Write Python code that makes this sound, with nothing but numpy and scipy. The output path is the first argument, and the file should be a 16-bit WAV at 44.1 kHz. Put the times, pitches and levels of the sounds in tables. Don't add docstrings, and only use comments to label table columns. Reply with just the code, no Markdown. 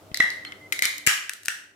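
import sys
import numpy as np
from scipy import signal
from scipy.fft import rfft, irfft
from scipy.io import wavfile

SR = 44100
rng = np.random.default_rng(int(sys.argv[2]) if len(sys.argv) > 2 else 0)


def decibels_to_gain(level_db):
    exponent = np.asarray(level_db, float) / 20
    return 10 ** exponent


def wav_record(signal):
    frames = np.transpose(np.atleast_2d(signal))
    bounded = np.clip(frames, -1, 1)
    quanta = np.round(bounded * 32767).astype(np.int16)
    wavfile.write(sys.argv[1], SR, quanta)


N = 77175


def ring(x, hz, width_hz):
    return signal.lfilter(*signal.iirpeak(min(hz, 0.45 * SR), hz / width_hz, fs=SR), x)


def double_ring(x, hz, width_hz):
    return ring(ring(x, hz, width_hz), hz, width_hz)


def unit(x):
    return x / np.sqrt(np.mean(x ** 2))


def peak(x):
    return np.abs(x).max(axis=-1, keepdims=True)


def left_right(pan_db):
    return decibels_to_gain(np.array([[pan_db], [-pan_db]]) / 2)


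def place(out, x, s):
    i = int(s * SR)
    return out + np.pad(x, ((0, 0), (i, N)))[:, :N]


def stereo_noise(alike):
    noise = rng.standard_normal((3, N))
    alike = np.clip(alike, 0, 1)
    return np.sqrt(alike) * noise[0] + np.sqrt(1 - alike) * noise[1:]


def shell(x, body):
    out = 0
    for k, (hz, width_hz, db) in enumerate(body):
        out = out + (-1) ** k * decibels_to_gain(db) * ring(x, hz, width_hz) * np.sqrt(1000 / width_hz)
    return out


def cracks(rows, body, pan_db, lag_ms, decay_ms, snap_db):
    rise_ms, unshared = 0.25, 0.71
    splinter_hz, splinter_top_hz = 2700, 13450
    ms = np.arange(SR // 20) * 1000 / SR
    shape = (1 - np.exp(-ms / rise_ms)) ** 2 * np.exp(-ms / decay_ms)
    shape = unit(shape) / np.sqrt(len(ms))
    snap = signal.unit_impulse(len(ms), int(rise_ms * SR / 1000))
    fizz = signal.butter(2, [splinter_hz, splinter_top_hz], "band", fs=SR, output="sos")
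    radiated = np.array([unit(shell(snap, body)), unit(signal.sosfilt(fizz, snap))])
    near, send = np.zeros((2, N)), np.zeros((2, N))
    for s, db, bright_db, wet_db in rows:
        grit = rng.standard_normal((3, len(ms)))
        burst = (grit[0] + unshared * grit[1:]) * shape
        rung = shell(burst + decibels_to_gain(snap_db) * snap, body)
        rung = decibels_to_gain(db) * rung / peak(rung)
        fine = signal.sosfilt(fizz, burst)
        fine = decibels_to_gain(db + bright_db - 4) * fine / peak(fine)
        strength = np.array([[rung.std()], [fine.std()]])
        send = place(send, decibels_to_gain(wet_db) * radiated * strength, s)
        left, right = rung + fine
        late_left = np.interp(ms - max(lag_ms, 0), ms, left, left=0)
        late_right = np.interp(ms - max(-lag_ms, 0), ms, right, left=0)
        near = place(near, np.array([late_left, late_right]) * left_right(pan_db), s)
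    return near, send


def thumps():
    # (t/s, peak level/dB, f/Hz, decay/ms)
    blows = [
        (0.116, -25, 127, 1.8),
        (0.2, -22, 276, 2.1),
        (0.239, -39, 198, 4.8),
        (.448, -49.5, 180, 4),
        (.822, -31, 302, 1.1),
        (0.853, -34, 304, 1.6),
        (1.072, -21, 143, 2.83),
        (1.0732, -22, 417, 1.9),
        (1.482, -29.5, 394, 1.14),
    ]
    lag_ms, pan_db = 0.2, 7
    out = np.zeros((2, N))
    t = np.maximum(np.arange(SR // 10) / SR - np.array([[0], [lag_ms / 1000]]), 0)
    for s, db, hz, decay_ms in blows:
        swing = -np.sin(2 * np.pi * hz * t) * np.exp(-t * 1000 / decay_ms)
        out = place(out, decibels_to_gain(db) * left_right(pan_db) * swing, s)
    return out


def hinge():
    # (t/s, length/s, f/Hz, level/dB)
    squeaks = [
        (.254, .032, 4000, -46),
        (.454, .029, 4200, -43),
        (.610, .066, 2060, -52),
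    ]
    width, edge_s, rough = 0.021, 0.002, 0.5
    t, out = np.arange(N) / SR, np.zeros(N)
    for s, length, hz, db in squeaks:
        gate = np.clip(np.minimum(t - s, s + length - t) / edge_s, 0, 1)
        tone = np.sqrt(2) * np.sin(2 * np.pi * hz * t)
        chatter = unit(double_ring(rng.standard_normal(N), hz, hz * width))
        out = out + decibels_to_gain(db) * gate * unit(tone + rough * chatter)
    return out


def walls(send):
    # (f/Hz, time to fall 60 dB/s, level/dB)
    kitchen = [(470, 0.23, 7.5), (1080, 0.51, 3.5), (1850, 0.54, 1), (3900, 0.45, 3.5), (7670, 0.41, 0),
               (14000, 0.34, -1.5)]
    delay_ms, build_ms, alike = 4.7, 3.4, 0.1
    t = np.maximum(np.arange(N) / SR - delay_ms / 1000, 0)
    echo = np.zeros((2, N))
    for hz, t60, db in kitchen:
        band = unit(double_ring(stereo_noise(alike), hz, hz * 1.15))
        echo = echo + decibels_to_gain(db - 60 * t / t60) * band * np.sqrt(hz / 2000)
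    echo = echo * (1 - np.exp(-t * 1000 / build_ms))
    echo = echo / np.sqrt(np.sum(echo ** 2) / 2)
    return signal.fftconvolve(echo, send[None], axes=1)[:, :N] * decibels_to_gain(5)


def fridge():
    # (f/Hz, level/dB)
    hum = [(99.5, -59.5), (199, -68), (298, -58.5), (390, -61.5), (545, -63.5), (630, -63.5)]
    # (f/Hz, level per Hz/dB)
    air_colour = [(18, -30), (30, -13), (673, -5), (1170, -11), (1260, -9), (1680, -18), (2360, -19.5),
                  (2910, -20.5), (15500, -30)]
    hum_width_hz, air_db = 17, -52
    lines = np.zeros((2, N))
    for hz, db in hum:
        lines = lines + decibels_to_gain(db) * unit(double_ring(stereo_noise(0.79), hz, hum_width_hz))
    f = np.maximum(np.fft.rfftfreq(N, 1 / SR), 1)
    points_hz, points_db = np.transpose(air_colour)
    colour = decibels_to_gain(np.interp(np.log(f), np.log(points_hz), points_db))
    bass = np.clip(400 / f, 0, 1)
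    mixed = rfft(stereo_noise(0.96)) * bass + rfft(stereo_noise(0.067)) * (1 - bass)
    return lines + decibels_to_gain(air_db) * unit(irfft(mixed * colour, N))


def scene():
    # (t/s, peak level/dB, splinter brightness/dB, room send/dB)
    first_cracks = [
        (.144, -14.5, 0, -11.5),
        (.152, -43, -1, -15),
        (.172, -18.5, 5, -17),
        (.3025, -21.5, 0, -10),
    ]
    knocks = [
        (.2004, -15, -11, -2),
        (.2022, -3.5, -22, -8),
        (.2385, -21.5, -30, -7),
    ]
    jaw_ticks = [
        (0.1144, -39.5, -21, -13),
        (0.4489, -25, -7, -10),
        (0.5201, -25.5, -20, -17.5),
    ]
    second_cracks = [
        (0.7231, -9.5, -0.5, -14.5),
        (.7304, -24.5, 9.5, -8),
        (0.7908, -13, -4, -34),
        (.8200, -32, 3, 8),
        (.8217, -6, 2, -6),
        (.8535, -9.5, 5.5, -14.5),
        (.9807, -36.5, 19.5, -15),
    ]
    shatter = [
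        (1.0642, -24, 16.5, -5),
        (1.066, -12.5, 9, -4.5),
        (1.0690, -20.5, 10.5, -4),
        (1.0720, -0.5, -3.5, -6.5),
        (1.0745, -11, -8, -6),
    ]
    last_cracks = [
        (1.2943, -13.5, 1, -15),
        (1.3341, -31.5, 13, -14),
        (1.433, -40, 8, -9),
        (1.4512, -35, 9, -18.5),
        (1.4570, -27.5, 13.5, -15.5),
        (1.4667, -35, 5, -15.5),
        (1.4828, -5, -5.5, -11),
    ]
    # (f/Hz, width/Hz, level/dB)
    first_shell = [(2040, 160, 0.5), (3920, 470, 4.5), (5170, 1300, 2)]
    knock_body = [(566, 340, -26.5), (920, 260, -24), (1123, 140, -34), (1400, 330, -25.5), (1860, 110, -9),
                  (1946, 66.5, 6.5), (2098, 110, -4.5), (2900, 1200, -19.5), (4040, 100, -19),
                  (5120, 780, -25)]
    jaw = [(1260, 180, -3), (2090, 100, 6), (2600, 110, -8), (3100, 190, 3)]
    second_shell = [(1010, 660, -18.5), (1450, 400, -12.5), (2075, 86, 0.5), (2384, 220, -8),
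                    (3056, 170, -12.5), (3894, 270, -7.5), (5220, 1400, -13), (6850, 180, -11.5)]
    open_shell = [(920, 690, -17), (1300, 275, -7.5), (1787, 310, -0.5), (2354, 560, -0.5), (3005, 220, -3),
                  (5520, 230, -10.5), (7270, 530, -6.5)]
    last_shell = [(990, 360, -21), (1428, 214, -3), (1820, 253, 1.5), (2300, 130, -9.5), (2730, 300, -2),
                  (5830, 270, -5), (8250, 1300, -4)]
    # (pan to the left/dB, left lag/ms, burst decay/ms, snap over grit/dB)
    places = [
        (-0.5, -0.061, 1.8, -5),
        (-2, 0.058, 2.75, -7),
        (1.5, -0.366, 2.4, -26),
        (1.4, -0.36, 2.02, 2.5),
        (8.2, .5, 1.63, 5),
        (4.8, -0.0294, 1.92, 8),
    ]
    # (t/s, gain/dB)
    phone_gain = [(0, -1), (.2, -3), (.25, -2), (.72, -1.5), (.86, -6.5), (1.06, -8.5), (1.1, -8.5),
                  (1.47, -16.5), (1.518, -13.5), (1.75, -15.5)]

    events = (first_cracks, knocks, jaw_ticks, second_cracks, shatter, last_cracks)
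    bodies = (first_shell, knock_body, jaw, second_shell, open_shell, last_shell)
    parts = [cracks(rows, body, *spot) for rows, body, spot in zip(events, bodies, places)]
    near = sum(direct for direct, send in parts)
    rung, fine = sum(send for direct, send in parts)
    squeak = hinge()
    echo = walls(rung + decibels_to_gain(-22) * squeak) + walls(fine)
    gain = decibels_to_gain(np.interp(np.arange(N) / SR, *np.transpose(phone_gain)))
    return near + echo * left_right(-0.5) + squeak + thumps() + gain * fridge()


def limiter(x):
    limit_db, ratio, rise_ms, fall_ms = -22.5, 1.2, 15, 55
    keep_rise, keep_fall = np.exp(-1000 / (np.array([rise_ms, fall_ms]) * SR))
    heard = np.abs(x).mean(axis=0)
    heard = signal.lfilter([1 - keep_rise], [1, -keep_rise], heard)
    heard = np.maximum(heard, signal.lfilter([1 - keep_fall], [1, -keep_fall], heard))
    return x * np.minimum(decibels_to_gain(limit_db) / (heard + 1e-9), 1) ** (1 - 1 / ratio)


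def microphones(dry):
    low = signal.butter(2, 54, "high", fs=SR, output="sos")
    top = signal.butter(6, 15600, fs=SR, output="sos")
    return signal.sosfilt(np.vstack([low, top]), dry)


def low_pass(x):
    return signal.sosfilt(signal.butter(12, 16650, fs=SR, output="sos"), x)


def record(dry):
    rounded = np.tanh(0.82 * limiter(dry)) / 0.77
    return low_pass(microphones(rounded))


dry = scene()
out = record(dry)
wav_record(out)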